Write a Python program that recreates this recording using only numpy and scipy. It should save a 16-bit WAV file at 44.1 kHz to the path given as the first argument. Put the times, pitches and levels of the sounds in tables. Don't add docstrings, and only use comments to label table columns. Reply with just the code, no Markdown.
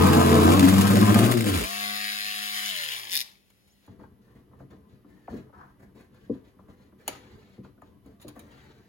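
import sys
import numpy as np
from scipy.fft import rfft, irfft, next_fast_len
from scipy.io import wavfile
from scipy.ndimage import map_coordinates

SR = 44100
rng = np.random.default_rng(int(sys.argv[2]) if len(sys.argv) > 2 else 0)


def master(y):
    cut = np.clip(np.atleast_2d(y).T, -1, 1)
    pcm = np.round(cut * 32767)
    wavfile.write(sys.argv[1], SR, pcm.astype(np.int16))


N = 391608
T = np.arange(N) / SR


def amp(db):
    return 10 ** (np.asarray(db) / 20)


def unit(x):
    return x / np.sqrt(np.mean(x ** 2) + 1e-20)


def along(points, hz, axis=1):
    p = np.transpose(points)
    return np.interp(np.log(hz + 1), np.log(p[0] + 1), p[axis])


def curves(rows):
    s, *cols = np.transpose(rows)
    return [np.interp(T, s, c) for c in cols]


def wobble(rate):
    coarse = T[::16]
    knots = rng.standard_normal(int(N * rate / SR) + 4)
    return np.interp(T, coarse, map_coordinates(knots, [coarse * rate]))


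def filtered(x, response):
    m = next_fast_len(x.shape[-1] + SR // 2)
    return irfft(rfft(x, m) * response(np.fft.rfftfreq(m, 1 / SR)), m)[..., :x.shape[-1]]


def above(corner_hz, steepness):
    return lambda hz: 1 / (1 + (corner_hz / (hz + 1)) ** steepness)


def coloured(x, spectrum):
    return unit(filtered(x, lambda hz: amp(along(spectrum, hz))))


def ringing(x, modes):
    def response(f):
        return sum((-1) ** k * amp(db) * 1j * f * w / (c * c - f * f + 1j * f * w)
                   for k, (c, w, db) in enumerate(modes))
    return filtered(x, response)


def widened(modes, factor):
    return [(hz, factor * width, db) for hz, width, db in modes]


def pulses(turns, scatter_db):
    passed = np.diff(np.maximum.accumulate(np.floor(turns)), prepend=0) > 0
    return unit(passed * amp(scatter_db * rng.standard_normal(N)))


def gated(turns, sharp):
    return unit(rng.standard_normal(N) * np.exp(-sharp * (turns % 1)))


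def wave(turns):
    return np.sin(2 * np.pi * turns)


# (t60 [s], relative level [dB])
ROOM_DECAYS = [(0.058, -1), (.35, -12.5)]


def reverberated(x):
    hop, m = 4096, 6 * 4096
    padded = np.pad(x, (hop, 2 * hop))
    starts = [i for i in range(0, N + hop, hop) if np.abs(padded[i:i + 2 * hop]).max() > 1e-5]
    window = np.sin(np.pi * np.arange(2 * hop) / (2 * hop))
    blocks = np.array([padded[i:i + 2 * hop] for i in starts]) * window
    t = T[:SR // 3]
    decay = sum(amp(db - 60 * t / t60) for t60, db in ROOM_DECAYS)
    tails = rng.standard_normal((len(starts), 2, len(t))) * decay / np.linalg.norm(decay)
    out = np.zeros((2, N + 3 * hop + m))
    for i, wet in zip(starts, irfft(rfft(blocks[:, None], m) * rfft(tails, m), m)):
        out[:, i:i + m] += wet
    return out[:, hop:hop + N]


TREBLE_HZ, LEAD_S = 6370, 1 / 4660


def microphones(x, place, turns):
    side = np.array([[-1], [1]])

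    def share(hz):
        return np.clip(along(place, hz), 0, 1)

    def pan(hz):
        return amp(-side * along(place, hz, axis=2) / 2)

    def phase(hz):
        return np.interp(hz, *np.transpose(turns)) + np.maximum(hz - TREBLE_HZ, 0) * LEAD_S

    direct = filtered(x, lambda hz: np.sqrt(share(hz)) * pan(hz) * np.exp(1j * np.pi * side * phase(hz)))
    return direct + filtered(reverberated(x), lambda hz: np.sqrt(1 - share(hz)) * pan(hz))


# (frequency [Hz], relative level per Hz [dB])
AIR = [(20, -39), (45, -4), (80, -5), (200, -10.5), (400, -14.5), (1000, -27.5), (3000, -31.5), (8000, -44),
       (12000, -30.5), (16000, -57)]
# (frequency [Hz], rms level [dB])
HUM = [(199, -73.5), (1975, -89), (2960, -93.5)]


def room_tone():
    hum = sum(np.sqrt(2) * amp(db + 1.7 * wobble(21)) * wave(hz * T + 0.54 * wobble(2.7) / (2 * np.pi))
              for hz, db in HUM)
    middle, sides = [coloured(rng.standard_normal(N), AIR) for _ in range(2)]
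    return amp(-65.5) * (0.74 * middle + 0.59 * sides * [[1], [-1]]) + hum


GRIP_S, GRIP_DB = 3.9, -58.5
SQUEAK_S, SQUEAK_LASTS_S, SQUEAK_DB = 3.688, .058, -68
SQUEAK_FROM_HZ, SQUEAK_TO_HZ = 5100, 7200
SETTLE_S, SETTLE_DB = 3.3, -70
# (frequency [Hz], relative level per Hz [dB])
FAN = [(200, -62), (500, -22.5), (1300, -14.5), (1800, -3.5), (2900, -5), (4000, -3), (5000, -8.5),
       (6200, -9), (7200, -13.5), (10000, -9), (16000, -14)]


def squeak():
    u = np.clip((T - SQUEAK_S) / SQUEAK_LASTS_S, 0, 1)
    hz = SQUEAK_FROM_HZ + (SQUEAK_TO_HZ - SQUEAK_FROM_HZ) * np.sin(.66 * np.pi * u ** 1.3) ** 2
    swell = np.sqrt(np.abs(np.sin(np.pi * u))) * (u < 1)
    whistle = amp(SQUEAK_DB) * swell * wave(np.cumsum(hz) / SR)
    lingering = np.clip(np.minimum(T - SETTLE_S, GRIP_S - T) / .05, 0, 1)
    return whistle + amp(SETTLE_DB) * lingering * coloured(rng.standard_normal(N), FAN)


# (frequency [Hz], width [Hz], relative level [dB])
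LID = [(75.4, 65.7, 0), (139.3, 14, 3), (190.7, 17.2, 2), (239.7, 13.2, 0.5), (262.3, 10, -2.5),
       (298.2, 13, -0.5), (311.5, 8.2, -5.5), (370.7, 39, -5), (436.5, 25.4, -5.5), (501.8, 17, -8),
       (527, 23, -17.5), (678, 77, -15.5), (682, 20, -12), (900, 81, -23.5), (1014, 40, -16),
       (1166, 50, -21), (1216, 19, -18.5), (1296, 12, -27), (1520, 43, -29.5), (1650, 470, -32.5)]
# (frequency [Hz], relative level per Hz [dB])
RUB = [(450, 0.5), (760, -6), (1060, -12), (1380, -14), (1750, -5), (2150, -13), (2800, -28)]
# (frequency [Hz], relative level per Hz [dB])
SKIN = [(1800, 11.5), (2900, 6.5), (4200, 8), (5500, -3.5), (6700, 0.5), (10000, -19), (16000, -72)]
# (start [s], length [s], creak in the lid [dB], rub [dB], hiss of skin [dB])
STROKES = [(3.812, 0.07, -74, -75, -67.5), (3.882, .05, -55, -66.5, -74), (3.984, 0.055, -53, -64.5, -71),
           (4.202, 0.12, -80, -64.5, -73), (4.347, 0.034, -53, -61, -72), (4.518, 0.064, -68, -70, -88),
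           (4.587, 0.014, -53.5, -64, -74), (4.701, 0.022, -51.5, -62, -66),
           (4.875, 0.072, -63.5, -85, -69), (5.039, 0.25, -71, -63, -72.5), (5.287, 0.096, -45.5, -52, -61),
           (5.518, 0.19, -63, -66, -77), (5.787, 0.0493, -62, -55.5, -78),
           (5.945, 0.063, -63.5, -56.5, -63.5), (6.106, 0.16, -70, -66.5, -68.5),
           (6.31, 0.048, -46, -66, -66.5), (6.435, 0.044, -65, -67.5, -66), (6.592, 0.016, -60, -66.5, -79),
           (6.677, 0.034, -61, -58.5, -67), (6.764, 0.098, -67, -68.5, -70.5),
           (6.969, 0.11, -70, -60.5, -68.5), (7.054, 0.11, -53, -62, -51.5),
           (7.194, 0.16, -60, -60.5, -62.5), (7.354, 0.198, -73, -67.5, -64.5),
           (7.629, 0.025, -53, -71, -65), (7.823, 0.052, -56.5, -67, -71),
           (8.031, 0.085, -58, -64.5, -72.5), (8.195, 0.026, -74, -62, -59),
           (8.266, 0.027, -49, -58.5, -66), (8.342, 0.11, -58, -54, -65.5),
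           (8.464, 0.248, -65.5, -61, -60.5), (8.741, 0.12, -81, -68.5, -66.5)]
STROKE_RISES, STROKE_FALL_DB_PER_S = 0.28, 251


def hands():
    gains = np.zeros((3, N))
    gains[0] = amp(GRIP_DB) * np.clip((T - GRIP_S) / 0.067, 0, 1)
    for s, length, *levels_db in STROKES:
        start = round(s * SR)
        t = T[start:][:SR // 2] - s
        rise = np.clip(t / (STROKE_RISES * length), 0, 1)
        shape = rise * amp(-STROKE_FALL_DB_PER_S * np.maximum(t - length, 0))
        gains[:, start:][:, :len(t)] += amp(levels_db)[:, None] * shape

    def grain(rate, depth_db):
        return rng.standard_normal(N) * amp(depth_db * wobble(rate))

    creak = unit(ringing(grain(25, depth_db=2.0), LID))
    rub = coloured(grain(70, depth_db=3.0), RUB)
    hiss = coloured(grain(90, depth_db=2.0), SKIN)
    return gains[0] * creak + gains[1] * rub + gains[2] * hiss


SCRAPE_S, SCRAPE_PEAK_S, SCRAPE_DB = 5.52, 5.61, -52.5
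SCRAPE_RISE, SCRAPE_FALL = 77, 140
# (time [s], relative level [dB])
SHORT_SCRAPES = [(3.881, -50), (3.942, -53), (3.998, -47), (4.012, -50), (4.024, -54), (4.036, -46),
                 (4.05, -55), (4.28, -51.5), (5.53, -51), (5.55, -49.5), (5.575, -47), (5.594, -44),
                 (5.612, -47.5), (5.63, -51), (7.267, -49), (7.78, -53)]


def scrape():
    slope_db = np.maximum(SCRAPE_RISE * (SCRAPE_PEAK_S - T), SCRAPE_FALL * (T - SCRAPE_PEAK_S))
    swell = np.clip((T - SCRAPE_S) / 0.013, 0, 1) * amp(SCRAPE_DB - slope_db)
    for s, db in SHORT_SCRAPES:
        swell = swell + (T > s) * amp(db - 6 - 1500 * np.abs(T - s))
    drag = rng.standard_normal(N) * amp(1.9 * wobble(120))
    hinge = ringing(drag, [(989, 230, -6.5), (1770, 470, -19)])
    return swell * unit(ringing(hinge, [(1080, 1900, 0)]))


# (frequency [Hz], width [Hz], relative level [dB])
KEY = [(815, 580, -4.5), (1720, 140, -2), (2230, 130, -1), (3020, 520, -4.5), (3980, 590, -2.5),
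       (7040, 150, 1), (8760, 270, -3), (10400, 1700, -4), (14400, 1600, -6)]
# (time [s], relative level [dB], t60 of the crack [s])
TICKS = [(3.502, -47.5, 0.025), (3.676, -53.5, 0.05), (3.864, -53, 0.036), (4.708, -61.5, 0.032),
         (6.145, -58, 0.041), (7.0786, -13, 0.025), (7.646, -62, 0.035), (7.8187, -52, 0.017),
         (8.0602, -54.5, 0.03), (8.2056, -52, 0.035), (8.215, -43.5, 0.049), (8.225, -44, 0.041),
         (8.236, -53, 0.04), (8.2809, -33, 0.041), (8.361, -53.5, 0.036), (8.3925, -35, 0.03),
         (8.514, -61, 0.061)]


def ticks():
    cracks, t = np.zeros(N + SR), T[:SR // 5]
    for s, db, t60 in TICKS:
        decay = amp(db - 60 * t / np.clip(t60, .005, .3))
        cracks[round(s * SR):][:len(t)] += decay * rng.standard_normal(len(t))
    return amp(2.0) * ringing(cracks[:N], KEY)


# (time [s], relative level [dB], hollow middle [dB], hard edge [dB])
KNOCKS = [(3.877, -38.5, 6, -10.5), (3.890, -36, -12, -21), (3.996, -48.5, -7, 0), (4.011, -51, -6, 0),
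          (4.035, -46, 0, 0.5), (4.368, -48, -3, -23), (4.512, -48.5, 2, -9), (4.532, -48, -1, -2),
          (4.601, -45, 5, 1.5), (4.612, -36.5, 3, -30), (4.63, -37, -0.5, -18.5), (4.707, -49, 2, -3),
          (4.724, -35.5, 1.5, -13), (4.92, -36.5, -11, -32), (5.045, -43.5, 4, -7), (5.278, -43, -4, 12.5),
          (5.297, -31, -3, -30), (5.329, -25.5, 8, -30), (5.352, -31, -7, -30), (5.372, -37, 3.5, -30),
          (5.492, -48.5, 0, -1), (5.527, -53, 4, 3), (5.719, -53.5, 0, -13), (5.949, -47, 1, -13),
          (5.974, -51, 0, -18.5), (6.143, -54, -5, 1), (6.213, -57, -5, -12), (6.295, -24, 7, -42),
          (6.349, -38, 7.5, -17), (6.589, -46, -5, -2), (6.684, -44.5, 1, -12), (6.923, -43.5, 3.5, -8.5),
          (7.079, -39, 1, 10), (7.579, -28, -2, -38), (7.606, -37, -11, -32), (7.647, -40, -1, -6),
          (7.777, -57, -1, 0), (7.819, -42.5, -1, 3.5), (8.057, -40, 4, -13), (8.246, -27.5, 2.5, -33),
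          (8.283, -36, 1, -12), (8.361, -43, 4, 3)]


def knocks():
    thuds, hollows, edges, t = *np.zeros((3, N + SR)), T[:SR // 20]
    for s, db, hollow_db, edge_db in KNOCKS:
        push = 0.14 * rng.standard_normal(len(t)) * amp(-60 * t / 0.037)
        push[0] += 1
        push = push / np.linalg.norm(push)
        for layer, over_db in [(thuds, 0), (hollows, hollow_db), (edges, edge_db)]:
            layer[round(s * SR):][:len(t)] += amp(db + over_db) * push

    def highpass(hz, corner_hz, order):
        return (1j * hz / corner_hz) ** order / (1 + 1j * hz / corner_hz) ** order

    def soft(hz):
        spread = np.exp(-1j * 0.62 * (np.sqrt(hz + 1) - hz / 95))
        return spread * highpass(hz, 230, 2) / (1 + 1j * hz / 660) ** 6

    def hard(hz):
        sweep = np.exp(-4.5j * (np.sqrt(hz + 1) - hz / 80))
        rolloff = (1 + 1j * hz / 450) * (1 + 1j * hz / 3000) ** 3
        return sweep * highpass(hz, 170, 2) / rolloff / (1 - (hz / 1200) ** 2 + 1j * hz / 1500)

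    hollow = filtered(hollows[:N], lambda hz: soft(hz) * highpass(hz, 170, 3))
    thud = filtered(thuds[:N], lambda hz: soft(hz) / (1 + 1j * hz / 330) ** 3) + hollow
    body = ringing(thud, widened(LID, 0.88))
    prompt = ringing(hollow, widened(LID, 3.5))
    return amp(55.0) * body + amp(43.5) * prompt + amp(39.5) * filtered(edges[:N], hard)


# (frequency [Hz], width [Hz], relative level [dB])
SWITCH = [(1880, 340, -4.5), (3000, 840, -9.5), (4600, 1100, -1), (5750, 1400, -2), (6960, 1700, -8),
          (9500, 950, -7), (11400, 1100, -4.5), (14700, 2100, -9.5)]
# (time [s], relative level [dB])
RIBS = [(3.0967, -26.5), (3.1078, -26.5), (3.1124, -24.5), (3.1178, -21.5), (3.123, -21), (3.129, -16.5),
        (3.135, -16), (3.1415, -18), (3.1467, -18.5), (3.1537, -13.5), (3.1593, -17), (3.1673, -13.5),
        (3.1743, -14.5), (3.1814, -21), (3.1903, -19.5), (3.1976, -21.5), (3.2047, -17.5), (3.2138, -17.5),
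        (3.2232, -27.5)]
SLIDER_HZ, SLIDER_RISE_HZ_PER_S = 3560, 2300
SLIDER_DB, SLIDER_FADES_DB_PER_S, SLIDER_T60_S = -4, 30, .011
SLIDER_UPPER_HZ, SLIDER_UPPER_DB = 5600, -16.5


def switch():
    bursts, rings, t = np.zeros(N), np.zeros(N), T[:SR // 50]
    for s, db in RIBS:
        start, along_s = round(s * SR), s - RIBS[0][0]
        clack = amp(-60 * t / 0.008) * rng.standard_normal(len(t))
        bursts[start:][:len(t)] += amp(db + 23.0) * clack / np.linalg.norm(clack)
        hz = (SLIDER_HZ + SLIDER_RISE_HZ_PER_S * along_s) * (1 + 0.016 * rng.standard_normal())
        ring_db = db + SLIDER_DB - SLIDER_FADES_DB_PER_S * along_s - 60 * t / SLIDER_T60_S
        rings[start:][:len(t)] += amp(ring_db) * wave(hz * t)
        upper_hz = SLIDER_UPPER_HZ * (1 + .03 * rng.standard_normal())
        upper_db = db + SLIDER_UPPER_DB - 90 * t / SLIDER_T60_S
        rings[start:][:len(t)] += amp(upper_db) * wave(upper_hz * t)
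    return rings + filtered(ringing(bursts, SWITCH), above(1500, 8))


# (time [s], relative level [dB], ring [Hz])
HARD_SOUNDS = [(2.66, -23, 6000), (2.6906, -24, 3000), (2.6997, -22, 3100), (2.762, -24, 3000),
               (2.773, -24, 3000), (2.8397, -24, 3200), (2.886, -24.5, 3100), (2.9198, -23, 3050),
               (2.935, -25.5, 3000), (2.9994, -31.5, 2900)]


def click_and_hard_rattles():
    out, t = np.zeros(N), T[:SR // 50]
    for s, db, hz in HARD_SOUNDS:
        hit = .7 * wave(hz * t) + 0.45 * rng.standard_normal(len(t))
        out[round(s * SR):][:len(t)] += amp(db - 60 * t / .02) * hit
    return filtered(out, above(1500, 8))


FREE_S, LOADED, IDLE, SPIN_UP_S = 1.62, 86, 103.6, .052
CREEP, CREEP_S, HUNT = 1.2, .2, .25
OFF_S, COAST_S, DRAG = 2.67, 1.02, 62


def shaft():
    free = np.maximum(T - FREE_S, 0)
    lag = (IDLE - LOADED) * np.exp(-free / SPIN_UP_S) + CREEP * np.exp(-free / CREEP_S)
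    running = IDLE - lag + HUNT * wobble(8)
    coast = np.exp(-np.maximum(T - OFF_S, 0) / COAST_S)
    return np.maximum((running + DRAG) * coast - DRAG, 0)


# (multiple of the turning rate, relative level [dB])
ORDERS = [(1, -30.5), (2, -14.5), (4, -28), (5, -28), (6, -29.5), (7, -11), (8, -27.5), (9, -27), (10, -32),
          (11, -14), (12, -18), (13, -23), (14, -28), (15, -22.5), (17, -20), (18, -15.5), (20, -25.5),
          (22, -12), (25, -19.5), (26, -16.5), (27, -16.5), (31, -21.5), (34, -21.5), (42, -25.5),
          (47, -20)]
# (frequency [Hz], relative level [dB])
CARRY = [(150, -1), (400, -4), (600, -2), (750, -2.5), (1000, 1.5), (1300, 0.5), (1800, 7), (2300, 1.5)]
# (frequency [Hz], width [Hz], relative level [dB])
HOUSING = [(1730, 290, 1), (2130, 330, -1), (2710, 250, -3), (3320, 500, -3.5), (3830, 990, -3),
           (4940, 440, -5)]
# (time [s], shaft tones relative [dB], whirr [dB], housing knock [dB], bearing rattle [dB])
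WHINE = [(1.5, -80, -43, -6.5, -25), (1.62, -43, -37.5, -6.5, -22.5), (1.72, -39.5, -34, -11.5, -23),
         (1.9, -39, -33.5, -6.5, -24), (2.2, -48.5, -36, -4, -12), (2.4, -47, -35, -6.5, -10),
         (2.66, -48, -33, -9.5, -5.5), (2.8, -49.5, -35.5, -5.5, -6), (2.93, -57, -35, -8, -4),
         (3.0, -58, -39, -9, -6.5), (3.07, -60.5, -41.5, -8, -10), (3.25, -77, -50, -6.5, -13.5),
         (3.4, -110, -72.5, -6, -13), (3.5, -140, -130, -8, -14)]
RATTLE_FROM_HZ, RATTLE_TO_HZ, RATTLE_MOVES_S = 2700, 3160, 2.4


def motor():
    speed, (tone_db, whirr_db, knock_db, rattle_db) = shaft(), curves(WHINE)
    turns = np.cumsum(speed) / SR
    tones = np.zeros(N)
    for k, db in ORDERS:
        carry_db = along(CARRY, k * speed) - along(CARRY, k * IDLE)
        tones += amp(db + carry_db + 0.61 * wobble(11.0)) * wave(k * turns + rng.random())
    steady = np.clip(speed / 103, 0, 1) ** 2
    beat = pulses(turns + 0.006 * wobble(40), scatter_db=1.0) + 0.2 * gated(turns, sharp=1.4)
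    knock = unit(filtered(ringing(beat * (T < 3.4), HOUSING), above(1450, 6)))
    loose = gated(turns + 0.12 * wobble(50), sharp=2.3) * amp(2.2 * wobble(60))
    moved = np.clip(.5 + (T - RATTLE_MOVES_S) / .3, 0, 1)
    rattle = sum(share * unit(ringing(loose, [(1720, 280, -9.5), (hz, 420, 0.5)]))
                 for share, hz in [(1 - moved, RATTLE_FROM_HZ), (moved, RATTLE_TO_HZ)])
    growl = (1 - steady) ** 2 * unit(ringing(rng.standard_normal(N), [(930, 320, 0)]))
    fan = coloured(gated(2 * turns, sharp=0.63) * amp(0.73 * wobble(70)), FAN)
    whirr = amp(knock_db) * knock + amp(rattle_db) * rattle + 0.41 * growl + (0.68 + 0.19 * steady) * fan
    whirr = amp(whirr_db + 0.53 * wobble(18)) * whirr
    return amp(tone_db + 9.5) * tones + whirr + click_and_hard_rattles()


# (frequency [Hz], relative level per Hz [dB])
GRIT = [(900, -2), (1600, -1.5), (2500, -4.5), (3500, -3), (5000, -8.5), (6000, -12), (7200, -7),
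        (9000, -7.5), (10500, -9.5), (16000, -12.5)]
# (time [s], relative level [dB])
BITES = [(0.064, -19.5), (0.132, -17), (0.5194, -13.5), (0.5944, -11), (0.6825, -15.5), (0.688, -14.5),
         (0.741, -19.5), (0.7821, -14.5), (0.8105, -15.5), (0.816, -14.5), (0.877, -17), (0.9082, -16),
         (0.955, -19), (0.97, -19), (1.012, -17), (1.1435, -13), (1.19, -12), (1.3144, -12), (1.321, -18.5),
         (1.3722, -18), (1.408, -23.5), (1.4661, -22.5), (1.5618, -21.5), (1.5947, -21)]
NIBBLES_PER_S, NIBBLE_DB = 55, -22


def bites():
    swell, t = np.zeros(N), T[:SR // 20]
    draw = rng.random(size=(130, 2))
    times = np.cumsum(.5 + draw[:, 0]) / NIBBLES_PER_S
    levels_db = NIBBLE_DB + 9 * (draw[:, 1] - .5)
    nibbles = [(s, db) for s, db in zip(times, levels_db) if s < FREE_S]
    for s, db in BITES + nibbles:
        swell[round(s * SR):][:len(t)] += amp(db - 60 * t / 0.014) * (1 - np.exp(-t / 0.00058))
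    return amp(0.5) * swell * coloured(rng.standard_normal(N), GRIT)


# (time [s], bounces per second [Hz], pressure [dB], relative level of the octave [dB])
CHATTER = [(0, 88.7, -22.5, -29), (.3, 87.8, -23, -35), (.48, 85.5, -23, -39.5), (.56, 98, -23.5, -33.5),
           (.6, 91.3, -23.5, -21.5), (1, 103.5, -24, -28), (1.2, 108, -24, -29), (1.31, 123, -25, -32),
           (1.41, 113, -28, -33), (1.47, 104, -27, -26.5), (1.56, 87, -28, -40.5), (1.63, 52, -32.5, -58),
           (1.7, 69, -55, -70.5)]
# (thirds of the bounce rate, relative level [dB])
THIRDS = [(5, -27.5), (8, -24), (9, -29), (11, -25), (12, -34.5), (15, -29), (17, -32.5), (23, -35),
          (28, -36.5), (34, -31.5), (42, -39.5), (45, -38)]
SING_ENDS_S, SING_WAVER_DB, SING_BLUR = .565, -0.7, 0.0095


def singing():
    turns = np.cumsum(curves(CHATTER)[0]) / SR + SING_BLUR * wobble(30)
    on = np.clip((SING_ENDS_S - T) / 0.013, 0, 1)
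    return on * sum(np.sqrt(2) * amp(db + SING_WAVER_DB * wobble(20)) * wave(k * turns / 3 + rng.random())
                    for k, db in THIRDS)


# (time [s], half length [s], drop [dB], scaled for each layer)
LIFTS = [(1.364, 0.026, 9), (1.43, 0.028, 12), (1.518, 0.0088, 7)]
TONE_DB, DRUM_DB, RASP_DB, GRIT_DB = 0.5, 1.5, -1.5, -7
TONE_FOLLOWS, RASP_FOLLOWS, GRIT_FOLLOWS = 1, 3.6, 0.25
SING_DRUM_DB, THIRD_DB = 0.5, -3.5
ROCK_S, ROCK_LASTS_S, ROCK_PER_S, ROCK_SLOWS = 1.095, .17, 15, 9.6
ROCK_OCTAVE_DB, ROCK_TONE_DB, ROCK_RASP_DB, TONE_LAGS_S = 9, 3, 3, 0.018


def grinding():
    rate, press_db, octave_db = curves(CHATTER)
    start_db = press_db[0]
    eased_db = press_db - start_db
    crest = np.exp(-((T - ROCK_S - .04) / ROCK_LASTS_S) ** 2)
    swing = (T > SING_ENDS_S) * (0.73 + 0.84 * crest)

    def rock(lag):
        t = T - ROCK_S - lag
        sway = ROCK_PER_S * t - ROCK_SLOWS * np.minimum(t, 0) ** 2 / 2
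        return swing * np.cos(2 * np.pi * sway)

    lift_db = -sum(db * np.exp(-((T - s) / half) ** 2) for s, half, db in LIFTS)
    on = np.clip((1.685 - T) / 0.036, 0, 1)
    turns = np.cumsum(rate) / SR

    def order(k, level_db, phase_rad):
        return np.sqrt(2) * amp(level_db) * np.sin(2 * np.pi * k * turns + phase_rad)

    tone_db = start_db + TONE_DB + TONE_FOLLOWS * eased_db + ROCK_TONE_DB * rock(TONE_LAGS_S) + 0.28 * lift_db
    tone = order(1, tone_db + 0.71 * wobble(35), 0.18 * wobble(15))
    tone += order(2, octave_db + ROCK_OCTAVE_DB * rock(0) + 1.7 * wobble(25), 0.27 * wobble(25))
    tone += order(3, octave_db + THIRD_DB + 5.3 * wobble(25), 0.38 * wobble(25))

    loose = turns + .12 * wobble(70)
    force = (.7 * pulses(loose, scatter_db=-3) + .6 * gated(loose, sharp=1.2)) * on

    def level(v):
        return v / np.sqrt(np.mean(v[:SR] ** 2))

    drum = level(filtered(ringing(force, LID), lambda hz: above(130, 8)(hz) / (1 + (hz / 580) ** 8)))
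    broad = ringing(force, widened(LID, 1.36))
    rasp = level(filtered(broad, above(580, 8)))
    uneven = amp(1.7 * wobble(45) + 1.1 * wobble(300))
    grit = coloured(gated(loose, sharp=0.71) * uneven, GRIT)

    drum_db = DRUM_DB + SING_DRUM_DB * (T < SING_ENDS_S) + eased_db + 0.33 * lift_db
    rasp_db = RASP_DB + RASP_FOLLOWS * eased_db + ROCK_RASP_DB * rock(0) + 0.5 * lift_db
    grit_db = GRIT_DB + GRIT_FOLLOWS * eased_db + lift_db
    rough = amp(drum_db) * drum + amp(rasp_db) * rasp + amp(grit_db) * grit
    return on * (tone + amp(start_db) * rough)


# (frequency [Hz], direct share of the power [0-1], left over right [dB])
AT_LID = [(60, 0.92, 1.5), (262, 0.89, 2), (606, 0.2, 1.5), (2500, 0.87, 5), (5550, 0.1, 0.5),
          (8080, 1, -1.5), (16000, 0, 1)]
AT_STONE = [(600, .7, 1.5), (2500, 0.82, 5.5), (5300, 0.52, 0), (16000, .75, .5)]
AT_TOOL = [(60, 1, -3), (400, .9, 1.5), (684, 1, 10.5), (1300, 0.91, 6.5), (2430, 0.54, 4.5),
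           (4400, 0.65, 4), (7800, 1, -0.5), (15950, 0.99, 1)]
AT_SWITCH = [(58.8, 0.94, -6.5), (1300, .9, 4), (2430, 0.62, 8.5), (4400, 0.72, 6.5), (7800, 0.85, -2.5),
             (15950, 0.98, 3)]
AT_KNOCKS = [(60, .94, .8), (305, 0.93, 2.6), (700, 0.51, 4.8), (2100, 0.32, 1.2), (6000, 1, .5)]
AT_HANDS = [(60, 0.94, 0.84), (305, 0.89, 1.3), (672, 0.29, 5.7), (2125, 0.091, 1.3), (3440, 0.5, 1.6),
            (5660, 0.14, 0.5), (6840, 0.81, 0.36), (16000, 0.94, 0.34)]
# (frequency [Hz], phase [turns])
LID_TURNS = [(0, 0), (170, -.07), (690, -.3), (1200, -.7), (2240, -.86), (3270, -1.45), (4300, -1.6),
             (5340, -2.15), (6370, -2)]
TOOL_TURNS = [(0, 0), (170, .06), (690, .4), (1720, .44), (2750, .1), (3800, -.4), (5340, -.95),
              (5900, -1.45), (6370, -1.2), (7400, -1.1), (7900, -1)]
HAND_TURNS = [(0, 0), (1200, .05), (2750, -.2), (4300, -.28), (6370, 0)]


def scene():
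    out = room_tone()
    out = out + microphones(ticks() + scrape() + hands(), AT_HANDS, HAND_TURNS)
    out += microphones(knocks(), AT_KNOCKS, HAND_TURNS)
    out += microphones(switch(), AT_SWITCH, TOOL_TURNS)
    out += microphones(motor() + squeak(), AT_TOOL, TOOL_TURNS)
    out += microphones(bites(), AT_STONE, LID_TURNS)
    out += microphones(grinding() + singing(), AT_LID, LID_TURNS)
    return out


TOP_HZ = 15850


def record(dry):
    return filtered(dry, lambda hz: (hz < TOP_HZ) * ((1j * hz / 32) / (1 + 1j * hz / 32)) ** 2)


dry = scene()
out = record(dry)
master(out)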